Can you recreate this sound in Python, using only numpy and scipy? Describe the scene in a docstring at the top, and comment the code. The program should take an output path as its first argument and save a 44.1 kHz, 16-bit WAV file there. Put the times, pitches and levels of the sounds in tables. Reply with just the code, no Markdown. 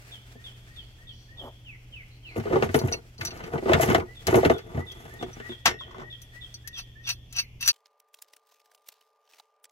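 """Outdoors beside a mower. A bird whistles over rumble, low mains hum and rustle; something soft scuffs.
From 2.3 s a pipe wrench is dragged out of a hollow box: slips and bumps ring the box, the loose jaw clinks.
At 5.7 s it knocks the steel frame, once hard, then faintly; from 6.7 s a thumb spins the jaw nut.
At 7.7 s the sound cuts to a much quieter stretch, like the same work at ten times the speed:
the hum becomes a thin tone, the blows become ticks."""
import sys
import numpy as np
from scipy import signal
from scipy.fft import rfft, irfft
from scipy.io import wavfile
from scipy.ndimage import uniform_filter1d

SR = 44100
rng = np.random.default_rng(int(sys.argv[2]) if len(sys.argv) > 2 else 0)


def int16_out(signal):
    """Quantize to a 16-bit WAV file."""
    q = np.round(np.clip(np.atleast_2d(signal).T, -1, 1) * 32767)
    wavfile.write(sys.argv[1], SR, q.astype(np.int16))


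N = 428211
T = np.arange(N) / SR

# distant rumble (frequency [Hz], density [dB])
AIR_SPECTRUM = [(18, -39.5), (30, 8), (124, -3.5), (174, -12.5), (311, -15.5), (962, -31), (1540, -38.5),
                (1860, -33), (2610, -25.5), (3400, -24.5), (3770, -39.5), (5740, -32), (9460, -50),
                (11700, -34), (16000, -47)]
# yard noise (frequency [Hz], left-right coherence [0..1])
YARD_COHERENCE = [(60, 0.94), (200, 0.98), (600, 0.83), (1700, 0.48), (5000, 0.057), (15000, 0.62)]
# mains hum (frequency [Hz], level [dB])
HUM_TONES = [(119.6, -53.5)]
# rustle of leaves and cloth, swelling with the scrape of dragged tools (time [s], level [dB])
RUSTLE_LEVELS = [(0, -55.5), (.08, -51), (.21, -58), (.64, -58.5), (1.37, -67), (2.3, -65), (2.6, -47.5),
                 (3.0, -61.5), (3.4, -64.5), (3.85, -39.5), (4.05, -60), (4.42, -46.5), (4.65, -66.5),
                 (5.5, -54.5), (5.8, -83.5), (6.35, -59), (6.8, -67.5), (7.7, -83)]
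# rustle (frequency [Hz], density [dB])
RUSTLE_SPECTRUM = [(180, -54), (300, -9.5), (701, -5.5), (1040, -12.5), (1390, -5.5), (2570, -6),
                   (3400, -13.5), (4440, -11), (11700, -20.5), (16000, -25.5)]
# bird phrases (fall onset [s], rise top [Hz], fall end [Hz], rise level [dB], fall level [dB])
BIRD_PHRASES = [(.113, 1930, 2990, -71, -49.5), (0.439, 1890, 3010, -63, -49), (.761, 1910, 3000, -62, -50),
                (1.069, 1910, 3000, -61.5, -50.5), (1.371, 1904, 3000, -59, -48),
                (4.151, 2014, 3300, -58.5, -54), (4.522, 2040, 3280, -72, -50),
                (4.865, 2006, 3234, -53, -47), (5.19, 1894, 3260, -54.5, -50.5),
                (5.49, 1940, 3190, -50.5, -46.5), (5.787, 1907, 3050, -49.5, -45.5),
                (6.099, 1926, 3130, -53.5, -46.5), (6.408, 1967, 3130, -54, -49),
                (6.729, 1900, 3044, -53, -46.5), (7.04, 1880, 3085, -56, -48.5)]
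# far small birds (time [s], length [s], start [Hz], end [Hz], level [dB])
FAR_NOTES = [(0.717, 0.24, 4320, 4460, -69), (1.08, 0.25, 4310, 4490, -67),
             (1.119, 0.16, 5600, 5860, -66.5), (2.101, 0.099, 4130, 4320, -67),
             (2.255, 0.15, 4080, 4520, -63.5)]
# long falling notes ending a song (time [s], level [dB])
BIRD_SLIDES = [(1.646, -52.5), (1.919, -51), (2.232, -53), (7.336, -53)]
# hollow box and its tools (frequency [Hz], level [dB], t60 [s])
BOX_MODES = [(92.3, -5.5, 0.28), (148, -2.5, 0.13), (242.1, -3.5, 0.13), (310, -4.5, 0.065),
             (388, -2, 0.16), (493, 7, 0.037), (628, 3, 0.066), (772, 7.5, 0.031), (944, -1.5, 0.056),
             (1117, 6, 0.028), (1382, -9, 0.069), (1590, -22, 0.028), (1910, -27, 0.41),
             (2200, -5.5, 0.021), (2875, -32, 0.089)]
# tools bump the box (time [s], level [dB], centre [Hz], crack re level [dB])
BOX_BUMPS = [(0.353, -40.5, 229, -26), (2.361, -22, 300, -10), (2.376, -21, 95, -29),
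             (2.399, -27, 100.5, -0.5), (2.455, -22, 366, -13.5), (2.51, -16.5, 354, -30),
             (2.528, -15.5, 440, -15), (2.557, -12, 526, -15), (2.624, -11.5, 363, -3.5),
             (2.691, -22, 108, -7), (2.744, -11, 382, -3.5), (2.836, -13, 126, -22), (2.884, -35, 102, 6.5),
             (3.192, -33.5, 102, -28), (3.213, -30.5, 109, 7.5), (3.405, -32.5, 410, -1),
             (3.536, -38.5, 119, -41), (3.579, -28, 457, -1), (3.624, -23.5, 334, -18.5),
             (3.656, -17.5, 366, -13), (3.694, -11.5, 407, -9.5), (3.718, -9, 740, -10.5),
             (3.734, -14.5, 103, 8.5), (3.796, -12, 603, -9.5), (3.829, -25, 611, -17.5),
             (3.877, -25.5, 102, -6.5), (3.913, -15, 234, -9.5), (3.947, -7.5, 745, -1),
             (3.999, -31.5, 339, 5.5), (4.029, -41, 347, -25), (4.272, -38, 339, -37),
             (4.326, -12.5, 380, -19.5), (4.343, -7.5, 630, -8.5), (4.374, -10, 463, -35.5),
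             (4.43, -9.5, 436, -16), (4.45, -12, 223, -1), (4.498, -8, 362, -6), (4.661, -36, 131, -17),
             (4.746, -22.5, 110, -13), (4.774, -18, 99, -15), (5.056, -35, 116, -3),
             (5.226, -21.5, 380, -4), (5.367, -36, 282, -6), (5.4, -33.5, 310, 2.5), (5.492, -28, 241, -14)]
# contact grit (frequency [Hz], density [dB])
GRIT_SPECTRUM = [(500, -28.5), (1200, 4), (1800, 6), (3000, -1.5), (4200, -13.5), (7000, -19.5),
                 (10000, -40)]
# soft rub (peak [s], rise [s], hold [s], level [dB])
SCUFF_STROKES = [(1.444, 0.094, 0.041, -42.5)]
# dragged tools (peak [s], rise [s], hold [s], level [dB], grit re level [dB], sizzle re level [dB])
DRAG_STROKES = [(2.374, 0.029, 0.0043, -33, -17, -20.5), (2.527, 0.18, 0.063, -27.5, -15, -42),
                (2.626, .01, 0.0089, -28, -9, -25), (2.743, 0.004, 0.0063, -20.5, -11.5, -24),
                (2.82, 0.036, 0.11, -36.5, -15, -22.5), (3.215, 0.037, 0.061, -39, -7, -18),
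                (3.33, 0.1, 0.078, -42.5, -8.5, -22), (3.439, 0.076, 0.026, -41, -8, -22),
                (3.537, 0.048, .005, -27.5, -18.5, -31), (3.688, 0.061, 0.067, -21.5, -15.5, -44),
                (3.816, 0.014, 0.0017, -18.5, -6, -10), (3.887, 0.019, 0.036, -21, -10.5, -28.5),
                (3.952, .03, 0.0021, -21.5, -14, -26), (4.269, 0.0054, 0.034, -24.5, -8, -20.5),
                (4.35, 0.077, 0.023, -18.5, -18, -23), (4.454, 0.093, 0.0023, -17.5, -16, -28.5),
                (4.506, 0.032, 0.0018, -26, -15, -24), (4.594, 0.056, .005, -51.5, 1, -36),
                (4.794, 0.3, 0.0065, -36, -17, -26.5), (4.934, 0.15, .2, -50, -7.5, -16),
                (5.242, 0.14, 0.0017, -37, -16, -50), (5.516, 0.6, 0.0031, -50, -1, -24),
                (5.657, 0.0072, 0.019, -32, 5.5, -16), (5.996, 0.29, 0.0089, -42.5, -10.5, -34)]
# drag sizzle (frequency [Hz], density [dB])
SIZZLE_SPECTRUM = [(3000, -25), (6500, 0.5), (9300, -9), (11300, 2.5), (14500, -9), (16000, -15.5)]
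# loose wrench jaw (frequency [Hz], level [dB], t60 [s])
JAW_MODES = [(1800, -16, .04), (2191, -24, .1), (2560, -12, .04), (2745, -9, .06), (3548, -22, .06),
             (3870, -17, .06), (4230, -19, .16), (4530, -5, .07), (5150, -16, .04), (5890, 0, .06),
             (6450, -16, .05), (8450, -16, .06), (10700, -17, .04), (11100, -15, .14), (13680, -23, .22),
             (14270, -12, .045)]
# jaw clinks (time [s], level [dB], centre [Hz], crack re level [dB])
JAW_CLINKS = [(2.7433, -28.5, 2980, 4), (2.7572, -26, 11200, -10), (2.789, -29, 4530, 2.5),
              (2.8813, -37, 2730, -18), (2.9238, -19, 4660, -26), (2.9361, -22, 2240, -18),
              (3.1797, -40.5, 4530, -30), (3.2096, -26.5, 1860, -10), (3.2507, -24, 6000, 2.5),
              (3.2697, -25.5, 4100, -12), (3.3063, -31.5, 2720, -16), (3.3727, -44, 4100, 1),
              (3.437, -35, 2190, -19), (4.2693, -36, 7200, 20), (4.5813, -38, 2820, -4),
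              (4.9183, -45.5, 3600, 7.5), (5.226, -45.5, 3330, -2), (5.33, -43, 6040, -15),
              (6.217, -42, 8750, 0), (6.541, -32.5, 5900, -14), (6.6751, -41.5, 5050, 14.5),
              (6.7822, -42, 4500, 4), (7.076, -23.5, 2720, -11.5), (7.0909, -22.5, 4400, 1),
              (7.3264, -41.5, 9000, 9.5), (7.364, -28, 5760, -4), (7.3839, -15.5, 4700, -21),
              (7.6089, -31.5, 10520, -8), (7.6267, -22.5, 2700, -3.5), (7.66, -22, 5770, -3),
              (7.6764, -13, 5400, 4), (7.687, -11.5, 4640, -6)]
# steel on steel (frequency [Hz], density [dB])
SNAP_SPECTRUM = [(700, -42), (1800, -3.5), (2800, -6), (6000, 0), (9300, -17.5), (11300, -1.5),
                 (14500, -18), (16000, -15.5)]
# steel frame (frequency [Hz], level [dB], t60 [s])
FRAME_MODES = [(603, -11, 0.45), (1047, 0, 0.09), (1255, -6, 0.1), (1470, -5, 0.17), (1820, -12.5, 0.28),
               (2082, -18, 0.28), (2034, -0.5, 0.16), (2700, -17.5, 0.35), (2710, -7, 0.068),
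               (3114, -17, 0.1), (4220, -27.5, 0.16), (4260, -24.5, 0.14), (4300, -19, 0.097),
               (5200, -6.5, 0.075), (5500, -9.5, 0.3), (6040, -7.5, 0.062), (6500, -29, 0.075),
               (7770, -25, 0.13), (10400, -9, 0.085), (11160, -36, 0.83)]
# frame knocks (time [s], level [dB], centre [Hz], crack re level [dB])
FRAME_KNOCKS = [(5.657, -11.5, 2180, 4.5), (5.808, -34, 930, -15), (5.909, -38.5, 906, -14),
                (5.945, -35, 902, -26), (5.997, -38, 760, -12), (6.018, -35, 920, -17)]
# wrench on frame (frequency [Hz], density [dB])
BANG_SPECTRUM = [(250, -33), (700, 4), (1100, 5.5), (2200, 0.5), (3500, 2), (6000, -1), (9000, -19.5),
                 (16000, -45.5)]
# thumb on the nut (peak [s], rise [s], hold [s], level [dB])
NUT_STROKES = [(6.792, .055, 0.0013, -34), (7.09, .04, 0.014, -27.5), (7.39, .055, .004, -26),
               (7.61, .01, 0.062, -36.5), (7.686, .04, 0.01, -25)]
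# thread grit (frequency [Hz], density [dB])
THREAD_SPECTRUM = [(410, -56.5), (700, -8), (2330, -5), (2660, 10), (3070, -5.5), (5470, 0.5), (5840, -24),
                   (7590, -43.5), (13000, -35.5), (14600, -44.5), (16000, -45.5)]
# thin air after the cut (frequency [Hz], density [dB])
FAST_AIR_SPECTRUM = [(120, -64), (200, -16), (366, -20), (432, -6.5), (500, -4), (851, -1.5), (1100, -3.5),
                     (1180, -3.5), (1320, -10.5), (3250, -21.5), (5230, -28.5), (15100, -45), (16000, -50)]
# raised hum (frequency [Hz], level [dB])
FAST_HUM_TONES = [(425.3, -84.5), (446.8, -81.5), (581.4, -84), (845.2, -82), (1200, -75)]
# scraping between hurried blows (time [s], level [dB])
FAST_SCRAPE_LEVELS = [(7.73, -62.5), (7.75, -69), (7.83, -86), (8.1, -89.5), (8.2, -72.5), (8.42, -80),
                      (8.52, -71), (8.8, -79.5), (8.92, -68.5), (9.2, -86.5), (9.34, -63), (9.46, -79.5),
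                      (9.71, -97)]
# hurried blows (time [s], level [dB], pitch [Hz], thump re level [dB], fizz re level [dB])
FAST_BLOWS = [(7.858, -43.5, 5250, -31, -25), (8, -50.5, 5430, -22.5, -10), (8.087, -65.5, 1640, -7, -9),
              (8.1425, -36.5, 2830, -34, -10), (8.1718, -54, 5400, -13, -14), (8.188, -46, 3920, -10, -13),
              (8.2227, -37, 4600, -19, -8), (8.284, -50, 5080, -21, -18), (8.335, -40, 2000, -31, -12.5),
              (8.3666, -44, 8880, -25, -9), (8.472, -63, 2580, -11, -11), (8.521, -51.5, 5150, -4, -20.5),
              (8.6158, -56.5, 4450, -14, -23), (8.6584, -52, 5340, -20, -9), (8.7161, -49, 1590, -17, -13),
              (8.748, -46, 5100, -24, -7), (8.7779, -56, 2790, -12, -7), (8.8687, -50.5, 5230, -20, -11),
              (8.8883, -32, 4570, -35, -10), (8.924, -49.5, 3790, -8, -11.5),
              (9.0124, -50.5, 3020, -17, -19.5), (9.276, -55, 2610, -12, -20), (9.335, -43, 2500, -17, -22),
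              (9.3851, -47, 4200, -10.5, -23), (9.398, -38, 4200, -10, -14), (9.643, -39, 5170, -20, -4.5),
              (9.6532, -38, 7200, -35, -19), (9.695, -55, 6300, -13, -14.5)]
# noise after the cut (frequency [Hz], left-right coherence [0..1])
FAST_COHERENCE = [(300, 0.87), (2000, 1.0), (15000, 0.39)]
# hurried scrape and fizz (frequency [Hz], density [dB])
SCRAPE_SPECTRUM = [(900, -12.5), (1800, -7), (3500, -5.0), (6000, -6.0), (9000, -25)]
FIZZ_SPECTRUM = [(4000, -49), (7000, 3.0), (11000, 1.0), (16000, 3)]
# thump under a tick (frequency [Hz], level [dB], t60 [s])
THUMP_MODES = [(480, -28, .03), (740, 11.5, 0.032), (934, 14, 0.031)]


def gain_of(db):
    """Decibels to amplitude."""
    return 10 ** (np.asarray(db) / 20)


def unit_rms(x):
    """Scales to rms 1."""
    return x / np.sqrt(np.mean(x ** 2) + 1e-20)


def value_at(table, hz):
    """Interpolates over log frequency."""
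    table_hz, value = np.transpose(table)
    return np.interp(np.log(hz + 1), np.log(table_hz + 1), value)


def add(mix, at_s, sound):
    """Mixes a sound in."""
    part = mix[..., round(at_s * SR):][..., :sound.shape[-1]]
    part += sound[..., :part.shape[-1]]


def highpass(x, hz, order=2):
    """Butterworth bass cut."""
    return signal.sosfilt(signal.butter(order, hz, "high", fs=SR, output="sos"), x)


def envelope(levels):
    """Gain along a curve, silent outside it."""
    return gain_of(np.interp(T, *np.transpose(levels), -200, -200))


def flicker(depth_db, samples):
    """Random gain, rms 1."""
    return unit_rms(gain_of(depth_db * unit_rms(uniform_filter1d(rng.standard_normal(N), samples))))


def strokes(rows, fall_db_s, offset_db=0):
    """Gain of strokes: each climbs 25 dB over its rise, holds, decays; the loudest rules."""
    peak_s, rise_s, hold_s, db = np.transpose(rows)[:4, :, None]
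    t = T[::32]
    rise_db = -25 * np.maximum(peak_s - t, 0) / rise_s
    fall_db = -fall_db_s * np.maximum(t - peak_s - hold_s, 0)
    stroke_db = db + np.reshape(offset_db, (-1, 1)) + rise_db + fall_db
    return gain_of(np.interp(T, t, stroke_db.max(0)))


def colour(x, spectrum):
    """Filters by a spectrum table; rms 1."""
    hz = np.fft.rfftfreq(len(x), 1 / SR)
    return unit_rms(irfft(rfft(x) * gain_of(value_at(spectrum, hz)), len(x)))


def hiss(spectrum, patch_db, coherence, lag_samples):
    """Stereo noise with drifting spectral patches, right channel late; rms 1."""
    hz = np.fft.rfftfreq(2048, 1 / SR)
    left_re, left_im, own_re, own_im, patches = rng.standard_normal((N // 512 + 5, 1025, 5)).T
    patches = unit_rms(uniform_filter1d(uniform_filter1d(patches, 24, axis=0), 8, axis=1))
    alike = np.clip(value_at(coherence, hz), 0, 1)[:, None]
    delay = np.exp(-2j * np.pi * hz * lag_samples / SR)[:, None]
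    left = left_re + 1j * left_im
    right = alike * left * delay + np.sqrt(1 - alike ** 2) * (own_re + 1j * own_im)
    frames = np.array([left, right]) * gain_of(value_at(spectrum, hz)[:, None] + patch_db * patches)
    return unit_rms(signal.istft(frames, nperseg=2048, noverlap=1536)[1][:, :N])


def ring(modes, spread_db, t60_scale, detune, contact_s, centre_hz=1000, lean_db_oct=0):
    """One blow, peak 1. Spot and grip shift each mode and favour those near centre_hz."""
    hz, db, t60_s = np.transpose(modes)[:, :, None]
    t = T[:SR // 3]
    level_draw, pitch_draw, phase = rng.standard_normal((3, len(modes), 1))
    db = db - lean_db_oct * abs(np.log2(hz / centre_hz)) + spread_db * level_draw
    cycles = hz * (1 + detune * pitch_draw) * t + phase
    x = (gain_of(db - 60 * t / (t60_s * t60_scale)) * np.sin(2 * np.pi * cycles)).sum(0)
    x *= (1 - np.exp(-t / contact_s)) ** 2  # contact force builds
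    return x / abs(x).max()


def crack(spectrum, t60_s):
    """Burst of contact noise."""
    return colour(rng.standard_normal(8192), spectrum) * gain_of(-60 * T[:8192] / t60_s) / 2


def chatter(modes, force, slips_per_s, size_db, **blow):
    """Uneven slips, scaled by force, ring one of 16 spots each. Returns (ringing, bare slips)."""
    sizes = gain_of(size_db * np.minimum(rng.exponential(1, N), 4))
    slips = unit_rms(sizes * (rng.random(N) < slips_per_s / SR))
    spots = rng.integers(0, 16, N)
    ringing = np.zeros(N)
    for spot in range(16):
        response = ring(modes, **blow)[:6000]
        response /= np.linalg.norm(response)
        ringing += signal.oaconvolve(force * slips * (spots == spot), response)[:N]
    return ringing, slips * rng.choice([-1, 1], N)


def place(x, lag_samples, treble_left_db, wet_db, t60_s):
    """To stereo: right channel late, treble panned, sparse thin echoes per side."""
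    hz = np.fft.rfftfreq(N, 1 / SR)
    shade = gain_of(treble_left_db * np.minimum(hz / 9000, 1) / 2)
    delay = np.exp(-2j * np.pi * hz * lag_samples / SR)
    direct = irfft(rfft(x) * np.array([shade, delay / shade]), N)
    taps = rng.choice([-1., 1.], (2, SR)) * (rng.random((2, SR)) < .06)
    taps *= gain_of(-60 * T[:SR] / t60_s) * (T[:SR] > .002)
    taps /= np.linalg.norm(taps, axis=1)[:, None]
    echoes = signal.fftconvolve(highpass(x, 350)[None], taps, axes=1)[:, :N]
    return direct + gain_of(wet_db) * echoes


def hum(tones, waver_db):
    """Fixed pitches, each wavering in level."""
    out = np.zeros(N)
    for hz, db in tones:
        drift = unit_rms(uniform_filter1d(uniform_filter1d(rng.standard_normal(N), 3000), 3000))
        out += np.sqrt(2) * gain_of(db + waver_db * drift) * np.sin(2 * np.pi * hz * T)
    return out


def yard():
    """Rustle of leaves and cloth, swelling with the scrape of dragged tools; distant rumble; mains hum."""
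    rustle_gain = envelope(RUSTLE_LEVELS) * flicker(2.5, samples=1500)
    rustle = rustle_gain * hiss(RUSTLE_SPECTRUM, 0.28, YARD_COHERENCE, lag_samples=11)
    rumble = gain_of(-51.5) * hiss(AIR_SPECTRUM, 0.8, YARD_COHERENCE, lag_samples=1.8)
    return rustle + rumble + hum(HUM_TONES, waver_db=1)


def whistle(length_s, start_hz, end_hz, db, bend, skew):
    """One gliding note; small skew peaks early."""
    progress = np.linspace(0, 1, round(length_s * SR))
    hz = end_hz + (start_hz - end_hz) * (1 - progress) ** bend
    swell = np.sin(np.pi * progress ** skew) ** .7
    return gain_of(db) * swell * np.sin(2 * np.pi * np.cumsum(hz) / SR)


def birds():
    """Soft rising whistles, hoarse falling ones and far twitter, smeared by the trees."""
    clean, hoarse, far = np.zeros((3, N))
    for at_s, top_hz, end_hz, rise_db, fall_db in BIRD_PHRASES:
        add(clean, at_s - .09, whistle(.095, top_hz - 170, top_hz, rise_db, bend=2.4, skew=.9))
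        add(hoarse, at_s, whistle(.068, 3640, end_hz, fall_db, bend=1.4, skew=.6))
    for at_s, db in BIRD_SLIDES:
        add(hoarse, at_s, whistle(.125, 3260, 2010, db, bend=1.6, skew=.7))
    for at_s, *note in FAR_NOTES:
        add(far, at_s, whistle(*note, bend=1.51, skew=.55))
    blur = unit_rms(uniform_filter1d(rng.standard_normal(N), 70))  # a few hundred Hz wide
    song = clean * flicker(1.2, samples=300) + hoarse * flicker(3, samples=100) + far * blur
    early = place(song, lag_samples=8.7, treble_left_db=-9, wet_db=5.5, t60_s=0.078)
    return early + place(song, lag_samples=5.84, treble_left_db=-14, wet_db=1, t60_s=1)


def box_bumps():
    """Tools strike the hollow box: ring plus gritty crack."""
    out = np.zeros(N)
    for at_s, db, centre_hz, crack_db in BOX_BUMPS:
        body = ring(BOX_MODES, spread_db=3.5, t60_scale=0.77, detune=.05, contact_s=0.0016,
                    centre_hz=centre_hz, lean_db_oct=9)
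        add(out, at_s, gain_of(db) * body)
        add(out, at_s, gain_of(db + crack_db) * crack(GRIT_SPECTRUM, t60_s=0.033))
    return out


def scuff(centre_hz=623):
    """Short dull rub: noise around one broad resonance."""
    spectrum = np.array([(0.35, -25), (0.38, -4), (1, 0), (1.8, -8), (4.2, -35)]) * (centre_hz, 1)
    rub = strokes(SCUFF_STROKES, fall_db_s=700) * colour(rng.standard_normal(N), spectrum)
    return place(rub, lag_samples=7, treble_left_db=2, wet_db=-21, t60_s=0.2)


def box_drag():
    """Dragged tools slip and ring the box; the contact adds grit and sizzle."""
    body, slips = chatter(BOX_MODES, strokes(DRAG_STROKES, fall_db_s=246), slips_per_s=400, size_db=4.3,
                          spread_db=6, t60_scale=0.32, detune=0.098, contact_s=0.0011)
    rub = slips + 0.7 * rng.standard_normal(N)
    grit_db, sizzle_db = np.transpose(DRAG_STROKES)[4:]
    grit = strokes(DRAG_STROKES, fall_db_s=399.5, offset_db=grit_db) * colour(rub, GRIT_SPECTRUM)
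    sizzle = strokes(DRAG_STROKES, fall_db_s=448, offset_db=sizzle_db) * colour(rub, SIZZLE_SPECTRUM)
    return body + grit + sizzle * flicker(3.9, samples=300)


def jaw_clinks():
    """The loose jaw strikes steel: bright ring plus snap."""
    out = np.zeros(N)
    for at_s, db, centre_hz, crack_db in JAW_CLINKS:
        body = ring(JAW_MODES, spread_db=3, t60_scale=.95, detune=.002, contact_s=.0006,
                    centre_hz=centre_hz, lean_db_oct=17)
        add(out, at_s, gain_of(db) * body)
        add(out, at_s, gain_of(db + crack_db) * crack(SNAP_SPECTRUM, t60_s=.03))
    return out


def frame_knocks():
    """The wrench hits the steel frame: ring, bang and snap."""
    out = np.zeros(N)
    for at_s, db, centre_hz, crack_db in FRAME_KNOCKS:
        body = ring(FRAME_MODES, spread_db=0.93, t60_scale=0.75, detune=0.0028, contact_s=0.0005,
                    centre_hz=centre_hz, lean_db_oct=10)
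        contact = crack(BANG_SPECTRUM, t60_s=0.098) + 0.34 * crack(SNAP_SPECTRUM, t60_s=.035)
        add(out, at_s, gain_of(db) * body)
        add(out, at_s, gain_of(db + crack_db) * contact)
    return out


def nut_spins():
    """A thumb spins the nut; the thread rasps and rattles the jaw."""
    force = strokes(NUT_STROKES, fall_db_s=796)
    rattle, slips = chatter(JAW_MODES, force, slips_per_s=1000, size_db=1.4, spread_db=2, t60_scale=.6,
                            detune=0.0025, contact_s=0.00019, centre_hz=3000, lean_db_oct=5.5)
    rasp = force * colour(slips + 0.67 * rng.standard_normal(N), THREAD_SPECTRUM)
    return 0.68 * rattle + 0.52 * rasp


def fast_yard():
    """Thin air and raised hum."""
    air = gain_of(-75) * hiss(FAST_AIR_SPECTRUM, 2.13, FAST_COHERENCE, lag_samples=0.9)
    return air + hum(FAST_HUM_TONES, waver_db=0.57)


def fast_scraping(rise_s=0.0096):
    """Gritty scrape and fizz, swelling at each hurried blow."""
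    between = envelope(FAST_SCRAPE_LEVELS)
    scrapes = [(at_s, rise_s, 0, db - 26) for at_s, db, *_ in FAST_BLOWS]
    fizzes = [(at_s, rise_s, 0, db + fizz_db) for at_s, db, *_, fizz_db in FAST_BLOWS]
    scrape_gain = between + strokes(scrapes, fall_db_s=1200)
    fizz_gain = gain_of(-3) * between + strokes(fizzes, fall_db_s=1800)
    scrape = scrape_gain * hiss(SCRAPE_SPECTRUM, 2, FAST_COHERENCE, lag_samples=0.54)
    fizz = fizz_gain * hiss(FIZZ_SPECTRUM, 2.8, FAST_COHERENCE, lag_samples=0.39)
    return flicker(5.3, samples=200) * (scrape + fizz)


def fast_ticks():
    """Hurried blows: two-mode ping, crack and small thump, randomly panned."""
    out = np.zeros((2, N))
    for at_s, db, hz, thump_db, _ in FAST_BLOWS:
        left_db = rng.normal(-1, 1.5)
        modes = [(hz, 0, .011), (hz * 1.195, -4, .009)]
        ping = ring(modes, spread_db=3, t60_scale=1, detune=0.033, contact_s=0.001)[:8192]
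        contact = crack(SCRAPE_SPECTRUM, t60_s=0.022)
        thump = ring(THUMP_MODES, spread_db=1.6, t60_scale=0.61, detune=0.071, contact_s=0.00088)[:8192]
        tick = 0.42 * ping + 0.7 * contact + gain_of(thump_db) * thump
        add(out, at_s, gain_of(db) * tick * gain_of([[left_db / 2], [-left_db / 2]]))
    return out


def scene():
    """Work at its own pace, a quick fade, then the hurried stretch."""
    cut_s, fade_out_s, fade_in_s = 7.722, 0.0088, 0.0041
    near = scuff()
    box = box_drag() + box_bumps()
    near += place(box, lag_samples=11.84, treble_left_db=4.5, wet_db=-0.25, t60_s=0.053)
    jaw = highpass(nut_spins() + jaw_clinks(), 800)  # the jaw and thread sound without bass
    near += place(jaw + frame_knocks(), lag_samples=6.09, treble_left_db=10, wet_db=-1.5, t60_s=0.025)
    work = yard() + birds() + highpass(near, 70)
    hurried = highpass(fast_yard() + fast_scraping() + fast_ticks(), 300, order=6)
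    fade_out = np.clip((cut_s - T) / fade_out_s, 0, 1)
    fade_in = np.clip((T - cut_s) / fade_in_s, 0, 1)
    return fade_out * work + fade_in * hurried


def record(dry):
    """Low-pass at 16 kHz."""
    taps = signal.firwin(255, 16000, window=("kaiser", 13), fs=SR)
    return signal.oaconvolve(dry, taps[None], "same")


dry = scene()
out = record(dry)
int16_out(out)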